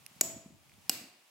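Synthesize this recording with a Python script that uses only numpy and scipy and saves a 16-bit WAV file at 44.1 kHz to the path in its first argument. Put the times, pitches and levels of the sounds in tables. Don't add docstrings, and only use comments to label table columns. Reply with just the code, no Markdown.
import sys
import numpy as np
from scipy import signal
from scipy.fft import rfft, irfft
from scipy.io import wavfile

SR = 44100
rng = np.random.default_rng(int(sys.argv[2]) if len(sys.argv) > 2 else 0)


def store_pcm(level_fs):
    pcm = np.round(np.clip(level_fs, -1, 1) * 32767).astype(np.int16)
    wavfile.write(sys.argv[1], SR, np.atleast_2d(pcm).T)


N = 57330

# start in seconds, clank level in dB, crunch level in dB,
# echo of the clank in dB re the clank, echo of the crunch in dB re the crunch, left minus right in dB,
# time until the wedge is driven home in seconds.
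BLOW_EVENTS = [(0.2103, 3, -19.5, -1.5, 2.5, -1, .001), (0.8946, 1, -19, -3, 5.5, -1, 0.000598)]
# frequency in Hz, level in dB re the clank,
# 60 dB decay time in seconds.
UPPER_WEDGE_MODES = [(322, -30.5, .02), (590, -31, 0.019), (690, -30.5, 0.019), (852, -32, .011),
                     (1950, -47, 0.021), (2780, -25, 0.002), (5750, -16.5, 0.0065), (6520, -22, 0.012),
                     (7010, -16, 0.025), (7234, -23.5, 0.023), (7850, -17, 0.017), (11370, -9.5, 0.0022),
                     (13140, -23, 0.017), (15000, -23, 0.0068)]
# frequency in Hz, level in dB re the clank,
# 60 dB decay time in seconds.
MIDDLE_WEDGE_MODES = [(280, -31.5, 0.022), (763, -34.5, 0.034), (1340, -37.5, 0.012), (2430, -33.5, 0.019),
                      (2844, -30.5, 0.031), (4540, -10.5, 0.0029), (5060, -13.5, 0.0068), (5510, -15, 0.01),
                      (7250, -16.5, 0.0055), (7730, -23, 0.026), (8850, -9, 0.0031), (11500, -14.5, 0.0069),
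                      (12500, -18, .005), (12850, -26, 0.023)]
# frequency in Hz, relative density in dB per Hz.
CRUNCH_SPECTRUM = [(100, -18.5), (300, -12), (480, -14), (800, -9.5), (1100, -6), (1650, -8), (2300, -1),
                   (3000, -5.5), (3700, -5.5), (5000, 0.5), (8000, -1.5), (10000, -3.5), (11500, -3),
                   (13000, 0.5), (14000, -2.5), (16000, -4)]
# frequency in Hz, energy in dB re the sound that excites it,
# 60 dB decay time in seconds.
ECHO_BANDS = [(60, -1.5, .6), (220, -2, 0.56), (600, -0.5, 0.76), (1120, -7.5, 0.67), (2200, -7.5, 0.77),
              (4500, -10.5, 0.56), (6000, -15.5, 0.47), (7700, -6, 0.48), (11000, -19, .34),
              (13000, -10, 0.45), (16200, -14.5, 0.19)]
# frequency in Hz, left-right correlation from 0 to 1.
ECHO_CORRELATION = [(100, 1), (500, 0.94), (1500, .3), (5000, .2), (15000, .2)]
# start in seconds, level in dB before the low cut, ring frequency in Hz,
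# left minus right in dB, grit in dB re the ring.
TICK_EVENTS = [(0.0637, -34, 2640, -6, 0.5), (0.6955, -46, 2440, 0, -10.5), (0.7183, -47, 2250, 3, -19),
               (0.7388, -51, 3450, 2, -6.5), (0.942, -55, 5240, 6, -4)]
# frequency in Hz, relative density in dB per Hz.
TICK_GRIT_SPECTRUM = [(1300, -41), (2300, 0), (5000, 4.5), (7500, -0.5), (10000, 8), (16000, -16)]
# start in seconds, level in dB, frequency in Hz.
BUMP_EVENTS = [(0.111, -56.5, 190), (0.161, -52.5, 185), (0.189, -59.5, 195), (0.363, -39.5, 242),
               (0.459, -41.5, 200), (0.478, -53, 184), (0.503, -50, 276), (0.523, -57, 150),
               (0.781, -49, 134.8), (1.012, -46.5, 226), (1.038, -48.5, 260)]
# frequency in Hz, relative density in dB per Hz.
AIR_SPECTRUM = [(30, -27.5), (120, -16.5), (400, -6.5), (900, -0.5), (1600, -6.5), (2500, -2.5),
                (4000, -6.5), (8000, -8.5), (15500, -13.5)]
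# time in seconds, level in dB re AIR_DB.
AIR_COURSE = [(0, -0.5), (0.182, 2), (.55, -5), (.66, -2.5), (.71, -2.5), (.8, -1.5), (.86, 0.5),
              (1.15, -4.5), (1.3, -2.5)]
# frequency in Hz, relative density in dB per Hz.
RUMBLE_SPECTRUM = [(25, 1.5), (50, 0.5), (80, 4), (130, 5), (200, -1.5), (300, -8), (600, -26), (2000, -58)]
# time in seconds, rms level in dB before the final low cut.
RUMBLE_COURSE = [(0, -63), (.12, -70), (.35, -51), (.43, -64.5), (.55, -57), (.63, -69.5), (0.702, -64),
                 (.8, -63.5), (1.0, -70), (1.14, -93), (1.3, -107.5)]

TOUCH_ABOVE_HZ = 10000
CONTACT_S = 0.00026
MODE_PAN_DB, MODE_PHASE_RAD = -1.8, 0.33
CRUNCH_ATTACK_S, CRUNCH_T60_S = 0.00046, 0.02
THUD_HZ, THUD_DB, THUD_RISE_S = 199, -53.5, 0.0061
ECHO_DELAY_S, ECHO_RISE_S = 0.022, 0.006
EARLY_DB, ECHO_HOLD_S = -3.5, 0.039
HOLLOW_HZ, HOLLOW_DB = 663.4, -38
HOLLOW_RISE_S, HOLLOW_T60_S = 0.09, 0.53
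TICK_T60_S, TICK_GRIT_T60_S = 0.005, 0.007
BUMP_RISE_S = 0.0033
AIR_DB = -62.5
AIR_LIKENESS, RUMBLE_LIKENESS, CRUNCH_LIKENESS = 0.25, 0.4, 0.5
MIC_LOW_CUT_HZ, CUTOFF_HZ = 109, 15900
OPPOSITE_EARS = np.array([[1], [-1]])


def blows():
    out = np.zeros((2, N))
    for event, modes in zip(BLOW_EVENTS, (UPPER_WEDGE_MODES, MIDDLE_WEDGE_MODES)):
        s, clank_db, crunch_db, clank_echo_db, crunch_echo_db, pan_db, seat_s = event
        clank = from_db(clank_db) * wedge(modes, seat_s)
        clank = clank + from_db(THUD_DB) * thud(THUD_HZ, THUD_RISE_S)
        echo_source = from_db(clank_echo_db) * clank
        echo_source = echo_source + from_db(crunch_db + crunch_echo_db) * crunch_click()
        tail = echo(echo_source)
        direct = clank + from_db(crunch_db) * crunch()
        add(out, s, direct * panned(pan_db) + tail)
    first_blow_s = BLOW_EVENTS[0][0]
    add(out, first_blow_s, hollow_tone())
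    return out


def wedge(modes, seat_s):
    out = np.zeros((2, N))
    for k, (hz, db, t60) in enumerate(modes):
        pan, phase = rng.standard_normal(2) * min(hz / TOUCH_ABOVE_HZ * 2, 1)
        delay = seat_s * (hz < TOUCH_ABOVE_HZ)
        contact = 1 - np.exp(-np.maximum(clock() - delay, 0) / CONTACT_S)
        mode = contact * ring(hz, t60, delay, MODE_PHASE_RAD * phase * OPPOSITE_EARS)
        polarity = (-1) ** k
        out += polarity * from_db(db) * panned(MODE_PAN_DB * pan) * mode
    return out


def crunch():
    t = clock()
    attack = np.minimum(t / CRUNCH_ATTACK_S, 1)
    return coloured_noise(CRUNCH_SPECTRUM, CRUNCH_LIKENESS) * attack * dying(t, CRUNCH_T60_S)


def crunch_click():
    spectrum = from_db(at_hz(CRUNCH_SPECTRUM, np.fft.rfftfreq(N, 1 / SR)))
    click = np.roll(irfft(spectrum, N), SR // 1000)
    energy = np.sum(crunch() ** 2) / 2
    return click * np.sqrt(energy / np.sum(click ** 2))


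def thud(hz, rise_s):
    t = clock()
    swell = (t / rise_s * np.exp(1 - t / rise_s)) ** 2
    return swell * np.sin(2 * np.pi * hz * t)


def echo(x):
    t, response = clock(), np.zeros((2, N))
    rise = np.clip((t - ECHO_DELAY_S) / ECHO_RISE_S + 1, 0, 1)
    onset = from_db(EARLY_DB * (1 - rise))
    edges = np.geomspace(50, 17000, 18)
    for low, high in zip(edges, edges[1:]):
        hz = np.sqrt(low * high)
        band_pass = signal.butter(2, [low, high], "band", fs=SR, output="sos")
        band = signal.sosfilt(band_pass, stereo_noise(at_hz(ECHO_CORRELATION, hz)))
        shape = onset * dying(np.maximum(t - ECHO_HOLD_S, 0), at_hz(ECHO_BANDS, hz, axis=2))
        unit_energy_shape = shape / np.sqrt(np.sum(shape ** 2))
        response += from_db(at_hz(ECHO_BANDS, hz)) * band * unit_energy_shape
    return signal.fftconvolve(x, response, axes=1)[:, :N]


def hollow_tone():
    build_up = 1 - np.exp(-clock() / HOLLOW_RISE_S)
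    return from_db(HOLLOW_DB) * ring(HOLLOW_HZ, HOLLOW_T60_S) * build_up


def ticks():
    out = np.zeros((2, N))
    for s, db, hz, pan_db, grit_db in TICK_EVENTS:
        noise = coloured_noise(TICK_GRIT_SPECTRUM, CRUNCH_LIKENESS)
        grit = from_db(grit_db) * noise * dying(clock(), TICK_GRIT_T60_S)
        add(out, s, from_db(db) * panned(pan_db) * (ring(hz, TICK_T60_S) + grit))
    return low_cut(out, hz=2050)


def bumps():
    out = np.zeros((2, N))
    for s, db, hz in BUMP_EVENTS:
        add(out, s, from_db(db) * thud(hz, BUMP_RISE_S))
    return out


def garden():
    t = clock()
    air_gain = from_db(AIR_DB + np.interp(t, *np.transpose(AIR_COURSE)))
    air = air_gain * coloured_noise(AIR_SPECTRUM, AIR_LIKENESS)
    rumble_gain = from_db(np.interp(t, *np.transpose(RUMBLE_COURSE)))
    return air + rumble_gain * coloured_noise(RUMBLE_SPECTRUM, RUMBLE_LIKENESS)


def ring(hz, t60, delay=0, phase=0):
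    t = np.maximum(clock() - delay, 0)
    return (t > 0) * np.sin(2 * np.pi * hz * t + phase) * dying(t, t60)


def dying(t, t60):
    return np.exp(-np.log(1000) * t / t60)


def coloured_noise(spectrum, likeness):
    weights = from_db(at_hz(spectrum, np.fft.rfftfreq(N, 1 / SR)))
    x = irfft(rfft(stereo_noise(likeness)) * weights, N)
    return x / x.std()


def stereo_noise(likeness):
    mid, side = rng.standard_normal((2, N))
    c = np.clip(likeness, -1, 1)
    return np.sqrt((1 + c) / 2) * mid + np.sqrt((1 - c) / 2) * side * OPPOSITE_EARS


def panned(pan_db):
    return from_db(pan_db * OPPOSITE_EARS / 2)


def low_cut(x, hz):
    return signal.sosfilt(signal.butter(2, hz, "high", fs=SR, output="sos"), x)


def at_hz(points, hz, axis=1):
    table = np.array(points)
    return np.interp(np.log(np.maximum(hz, 1)), np.log(table[:, 0]), table[:, axis])


def from_db(db):
    return 10 ** (np.asarray(db) / 20)


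def clock():
    return np.arange(N) / SR


def add(out, s, sound):
    start = int(s * SR)
    out[:, start:] += sound[..., :N - start]


def scene():
    return blows() + ticks() + bumps() + garden()


def record(dry):
    x = low_cut(dry, MIC_LOW_CUT_HZ)
    top_cut = signal.ellip(10, .1, 80, CUTOFF_HZ, fs=SR, output="sos")
    return signal.sosfilt(top_cut, x)


dry = scene()
out = record(dry)
store_pcm(out)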